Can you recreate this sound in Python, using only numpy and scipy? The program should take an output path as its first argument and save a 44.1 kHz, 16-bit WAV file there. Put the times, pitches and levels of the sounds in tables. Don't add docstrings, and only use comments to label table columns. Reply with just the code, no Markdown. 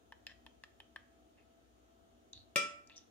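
import sys
import numpy as np
from scipy import signal
from scipy.fft import rfft, irfft
from scipy.io import wavfile
from scipy.ndimage import uniform_filter1d

SR = 44100
rng = np.random.default_rng(int(sys.argv[2]) if len(sys.argv) > 2 else 0)


def store_wav(level_fs):
    pcm = np.round(np.clip(np.atleast_2d(level_fs), -1, 1) * 32767)
    wavfile.write(sys.argv[1], SR, pcm.T.astype(np.int16))


N = 136710

# (frequency [Hz], relative density [dB per Hz])
AIR_SPECTRUM = [(25, -29), (45, -19), (60, -11.5), (110, -17), (150, -28), (240, -14), (280, -17),
                (330, -14), (480, -21), (560, -22), (700, -17), (960, -29.5), (1300, -26.5), (2300, -35.5),
                (3000, -31.5), (5000, -39.5), (6800, -35.5), (8200, -46), (9200, -38), (11000, -54.5),
                (14000, -42), (16000, -54.5)]
# (frequency [Hz], left-right correlation [-1 to 1])
MIC_LIKENESS = [(60, 0.89), (130, 0.74), (290, 0.67), (640, -0.049), (1410, -0.46), (3100, -0.037),
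                (6820, -0.005), (15000, 0.074)]
# (frequency [Hz], left minus right [dB])
BACKGROUND_LEAN = [(80, 7), (200, -1.5), (700, 4), (1500, -0.5), (4400, 2), (9000, -2)]
AIR_RMS_DB, PATCH_DB = -68.5, 1.04

# (frequency [Hz]), one for each row of HUM_LINES
HUM_HZ = [59.5, 237, 251, 306, 474, 667.6, 1305, 3677, 6880]
# (level before the left-right lean [dB rms], width of the wavering part [Hz])
HUM_LINES = [(-76, 0.78), (-79.5, 5.7), (-82.5, 2.3), (-78, 2.9), (-85, 2.5), (-75.5, 4.3), (-88, 14),
             (-99, 25), (-98.5, 33)]
HUM_STEADY = 0.85

# (time [s], level [dB], air note [Hz], air note level [dB],
# upper mode level [dB], treble slope [dB per octave])
JAR_TAPS = [(0.1222, -40, 926, -6, -12, -9), (0.2669, -30.5, 1110, -23, -2.5, 2.5),
            (0.464, -43, 936, -4, -1.5, -6.5), (0.6365, -39.5, 1290, -6.5, -8.5, 5),
            (0.8018, -41.5, 823, -7, -1.5, -12), (0.9605, -34.5, 1237, -9, -13.5, -13)]
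# (frequency [Hz], level [dB])
JAR_MODES = [(580, -12.5), (1790, -1.5), (2700, 1.5), (3200, 7), (4050, -0.5), (5250, 1.5), (7000, -7)]
# (start [s], length [s], level [dB], upper mode level [dB])
JAR_RUBS = [(0.272, 0.066, -52.5, -11.5)]
JAR_MID_HZ, JAR_HIGH_HZ = 1790, 3300
JAR_SPREAD, JAR_SPREAD_DB = .04, 2.5
JAR_T60_S, JAR_RISE_S = .014, .0008
CONTACT_SAMPLES = 7
TICK_DB, TICK_T60_S = -7.5, 0.0065
RUB_SLIPS_PER_S, RUB_RISE, RUB_GRIT = 830, 0.62, 0.054
RUB_AIR_HZ, RUB_AIR_DB = 1040, -16

# (time [s], length [s], level [dB], pitch [Hz], half width [Hz])
SPOON_CLICKS = [(1.37, 0.074, -71, 2400, 470), (2.333, 0.000071, -20, 3880, 248),
                (2.3306, 0.00028, -31.5, 6370, 403), (2.3752, 0.00012, -33, 3900, 295),
                (2.337, 0.12, -59.5, 4050, 310), (2.873, 0.003, -53, 6200, 920),
                (2.8977, 0.000079, -35.5, 3500, 1196), (2.9, 0.03, -61.5, 2550, 410),
                (2.912, 0.15, -65.5, 3640, 590), (2.959, 0.026, -59.5, 6000, 500),
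                (2.9675, 0.00011, -35, 5850, 603), (2.979, 0.000089, -34, 5800, 510),
                (2.967, 0.061, -63, 5780, 510)]
CLICK_RISE = 0.053

# (time [s], starting level [dB], frequency [Hz], t60 [s])
COUNTER_THUMPS = [(2.356, -53.5, 92, 0.11), (2.559, -52.5, 189.6, 0.16)]
# (frequency [Hz], level [dB], t60 [s])
SPOON_MODES = [(2686, -15, 0.0068), (2015, -27.5, 0.0099), (6010, -37, 0.066)]
# (frequency [Hz], relative level [dB])
CRACK_SPECTRUM = [(100, -23.5), (250, -7), (700, -14.5), (1500, -13.5), (2600, -10.5), (5500, -13.5),
                  (9000, -20.5), (16000, -30)]
CRACK_DB, CRACK_T60_S = -25.5, 0.033
STRIKE_S, STRIKE_RISE_S = 2.5584, 0.00073

# (frequency [Hz]), one for each row of BOWL_MODES
BOWL_HZ = [571, 583, 1335, 1336, 2355, 2356, 3620, 5158, 6908, 7918, 8875, 10000]
# (level [dB], t60 [s], left minus right [dB], left phase lead [radians])
BOWL_MODES = [(-40, .36, 2, -1), (-44, .55, 2, 0), (-33, .36, 9, 2.2), (-39, .66, -8, 2.3),
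              (-29, .27, 8, .2), (-44, .5, 3, .2), (-52, .13, 2, 1), (-42, .34, 4, .5), (-51, .15, 0, 1),
              (-52, .18, 2, 1), (-52, .15, -2, -1), (-60, .15, 0, 1)]
BOWL_SWELL_S = 0.00077

# (delay [s], left level [dB], right level [dB])
EARLY_ECHOES = [(.0011, -4, -3), (.0056, -9, -9), (.0088, -20, -18)]
LEFT_DB, RIGHT_DB, RIGHT_LAG_S = 1.5, -1.5, .0001
# (frequency [Hz], t60 [s])
KITCHEN_T60 = [(150, 0.34), (500, 0.37), (1500, 0.5), (4000, 0.32), (8000, 0.37), (14000, 0.08)]
TAIL_START_S, TAIL_TURNS_PER_S = .004, 2.3
JAR_WET_DB, STRIKE_WET_DB, BOWL_WET_DB = -11, 1.5, -13

MIC_LOW_HZ, MIC_HIGH_HZ = 44.7, 16100


def amp(db):
    return 10 ** (np.asarray(db) / 20)


def evened(x):
    return x / np.sqrt(np.mean(x ** 2) + 1e-20)


def read(points, hz):
    f, value = np.transpose(points)
    return np.interp(np.log(hz + 1), np.log(f + 1), value)


def add(mix, s, sound):
    part = mix[..., round(s * SR):][..., :sound.shape[-1]]
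    part += sound[..., :part.shape[-1]]


def ring(modes, seconds):
    t = np.arange(0, seconds, 1 / SR)
    return sum(amp(db - 60 * t / t60) * np.sin(2 * np.pi * hz * t) for hz, db, t60 in modes)


def slips(s, length, rise, size):
    length = max(length, .0001)
    u = np.arange(0, length, 1 / SR) / length
    contacts = evened(size[round(s * SR):][:len(u)])
    return contacts * np.minimum(u / rise, 1) * (1 - u)


def room_tone():
    frames, hz = N // 512 + 5, np.fft.rfftfreq(2048, 1 / SR)
    a, b, c, d, patches = rng.standard_normal((frames, 1025, 5)).T
    patches = evened(uniform_filter1d(uniform_filter1d(patches, 14, 0), 10, 1))
    same = np.clip(read(MIC_LIKENESS, hz), -1, 1)[:, None]
    left = a + 1j * b
    right = same * left + np.sqrt(1 - same ** 2) * (c + 1j * d)
    lean_db = np.array([.5, -.5])[:, None, None] * read(BACKGROUND_LEAN, hz)[:, None]
    level_db = read(AIR_SPECTRUM, hz)[:, None] + lean_db + PATCH_DB * patches
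    spectrum = np.array([left, right]) * amp(level_db)
    noise = signal.istft(spectrum, nperseg=2048, noverlap=1536)[1][:, :N]
    return amp(AIR_RMS_DB) * evened(noise)


def refrigerator():
    t, out = np.arange(N) / SR, np.zeros((2, N))
    for hz, (db, width_hz) in zip(HUM_HZ, HUM_LINES):
        r = np.exp(-np.pi * width_hz / SR)
        noise = rng.standard_normal((2, N, 2)) @ [1, 1j]
        waver = signal.lfilter([1], [1, -r], noise) * np.sqrt((1 - r * r) / 2)
        motion = HUM_STEADY + np.sqrt(1 - HUM_STEADY ** 2) * waver
        lead = np.arccos(np.clip(read(MIC_LIKENESS, hz), -1, 1))
        turn = np.exp(2j * np.pi * hz * t + 1j * lead * np.array([[0], [1]]))
        lean = amp(np.array([[.5], [-.5]]) * read(BACKGROUND_LEAN, hz))
        out += amp(db) * np.sqrt(2) * lean * (motion * turn).real
    return out


def jar(air_hz, air_db, upper_db, tilt_db, chance):
    modes = [(air_hz, air_db, JAR_T60_S)]
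    for (hz, db), (pitch_chance, level_chance) in zip(JAR_MODES, chance):
        level_db = db + JAR_SPREAD_DB * level_chance + upper_db * (hz > JAR_MID_HZ)
        level_db += tilt_db * max(np.log2(hz / JAR_HIGH_HZ), 0)
        t60 = JAR_T60_S * np.sqrt(JAR_MID_HZ / max(hz, JAR_MID_HZ))
        modes.append((hz * (1 + JAR_SPREAD * pitch_chance), level_db, t60))
    sound = ring(modes, .04)
    return sound * np.minimum(np.arange(len(sound)) / SR / JAR_RISE_S, 1)


def spoon_in_jar():
    out, size = np.zeros(N), rng.standard_normal(N)
    rubbing = size * (RUB_GRIT + (rng.random(N) < RUB_SLIPS_PER_S / SR))
    chances = rng.uniform(-1.36, 1, (len(JAR_TAPS), len(JAR_MODES), 2))
    for (s, db, air_hz, air_db, upper_db, tilt_db), chance in zip(JAR_TAPS, chances):
        body = jar(air_hz, air_db, upper_db, tilt_db, chance)
        knock = np.convolve(np.hanning(CONTACT_SAMPLES), body)
        bright = np.diff(size[round(s * SR):][:len(knock) + 1])
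        grit = np.convolve(bright, np.hanning(5), "same")
        tick = grit * amp(TICK_DB + upper_db - 60 * np.arange(len(knock)) / SR / TICK_T60_S)
        add(out, s, amp(db) * (knock + tick) / abs(knock).max())
    for s, length, db, upper_db in JAR_RUBS:
        body = jar(RUB_AIR_HZ, RUB_AIR_DB, upper_db, 0, np.zeros((len(JAR_MODES), 2)))
        run = slips(s, length, RUB_RISE, rubbing)
        add(out, s, amp(db) * np.convolve(run, body / np.linalg.norm(body)))
    return out


def loose_spoons():
    out = np.zeros(N)
    sizes = rng.standard_normal((len(SPOON_CLICKS), SR // 5))
    for (s, length, db, hz, half_width_hz), size in zip(SPOON_CLICKS, sizes):
        t60 = np.log(1000) / np.pi / half_width_hz / 2
        body = ring([(hz, 0, t60)], .03)
        body = np.convolve(body, body)
        run = slips(0, length, CLICK_RISE, size * abs(size))
        add(out, s, amp(db) * np.convolve(run, body / np.linalg.norm(body)))
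    return out


def strike():
    out, t = np.zeros(N), np.arange(8192) / SR
    colour = amp(read(CRACK_SPECTRUM, np.fft.rfftfreq(len(t), 1 / SR)))
    noise = irfft(rfft(rng.standard_normal(len(t))) * colour)
    crack = evened(noise) * amp(CRACK_DB - 60 * t / CRACK_T60_S)
    blow = ring(SPOON_MODES, .2)[:len(t)] + crack
    add(out, STRIKE_S, blow * np.minimum(t / STRIKE_RISE_S, 1))
    for s, db, hz, t60 in COUNTER_THUMPS:
        thump = ring([(hz, db, t60)], .3)
        rise = np.minimum(np.arange(len(thump)) / SR * hz, 1)
        add(out, s, thump * rise)
    return out


def bowl():
    out, t = np.zeros((2, N)), np.arange(N - round(STRIKE_S * SR)) / SR
    side = np.array([[.5], [-.5]])
    glass = 0
    for hz, (db, t60, pan_db, lead) in zip(BOWL_HZ, BOWL_MODES):
        level = amp(db + side * pan_db - 60 * t / t60)
        glass = glass + level * np.sin(2 * np.pi * hz * t + side * lead)
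    add(out, STRIKE_S, (1 - np.exp(-t / BOWL_SWELL_S)) * glass)
    return out


def near(x):
    taps = np.zeros((2, SR // 10))
    taps[0, 0], taps[1, round(RIGHT_LAG_S * SR)] = amp(LEFT_DB), amp(RIGHT_DB)
    jitters = rng.integers(0, 4, (len(EARLY_ECHOES), 2))
    for (s, left_db, right_db), jitter in zip(EARLY_ECHOES, jitters):
        taps[[0, 1], round(s * SR) + jitter] += amp([left_db, right_db])
    return signal.fftconvolve(x[None], taps, axes=1)[:, :N]


def kitchen(x):
    taps, grid = np.zeros((3, 2, SR)), np.arange(round(TAIL_START_S * SR), SR - 20, 20)
    at = grid + rng.integers(0, 20, (3, 2, SR // 20))[..., :len(grid)]
    signs = rng.choice([-1., 1.], (3, 2, SR // 20))[..., :len(grid)]
    np.put_along_axis(taps, at, signs, 2)
    hz, t, z = signal.stft(taps, SR, nperseg=256)
    dying = amp(-60 * t / read(KITCHEN_T60, hz)[:, None])
    tail = signal.istft(z * dying, SR, nperseg=256)[1]
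    turns = TAIL_TURNS_PER_S * np.arange(N) / SR + np.arange(3)[:, None] / 3
    share = np.sqrt(2 / 3) * np.cos(2 * np.pi * turns)
    tail = tail / np.linalg.norm(tail[0, 0])
    return signal.fftconvolve((share * x)[:, None], tail, axes=2).sum(0)[:, :N]


def scene():
    spoons = spoon_in_jar() + loose_spoons()
    hits, glass = strike(), bowl()
    sent = amp(JAR_WET_DB) * spoons + amp(STRIKE_WET_DB) * hits + amp(BOWL_WET_DB) * glass[0]
    tail = kitchen(sent)
    return near(spoons + hits) + glass + tail + room_tone() + refrigerator()


def record(dry):
    bass_cut = signal.butter(2, MIC_LOW_HZ, "high", fs=SR, output="sos")
    heard = signal.sosfilt(bass_cut, dry)
    treble_cut = signal.firwin(511, MIC_HIGH_HZ, window=("kaiser", 9), fs=SR)
    return signal.oaconvolve(heard, treble_cut[None], "same")


dry = scene()
out = record(dry)
store_wav(out)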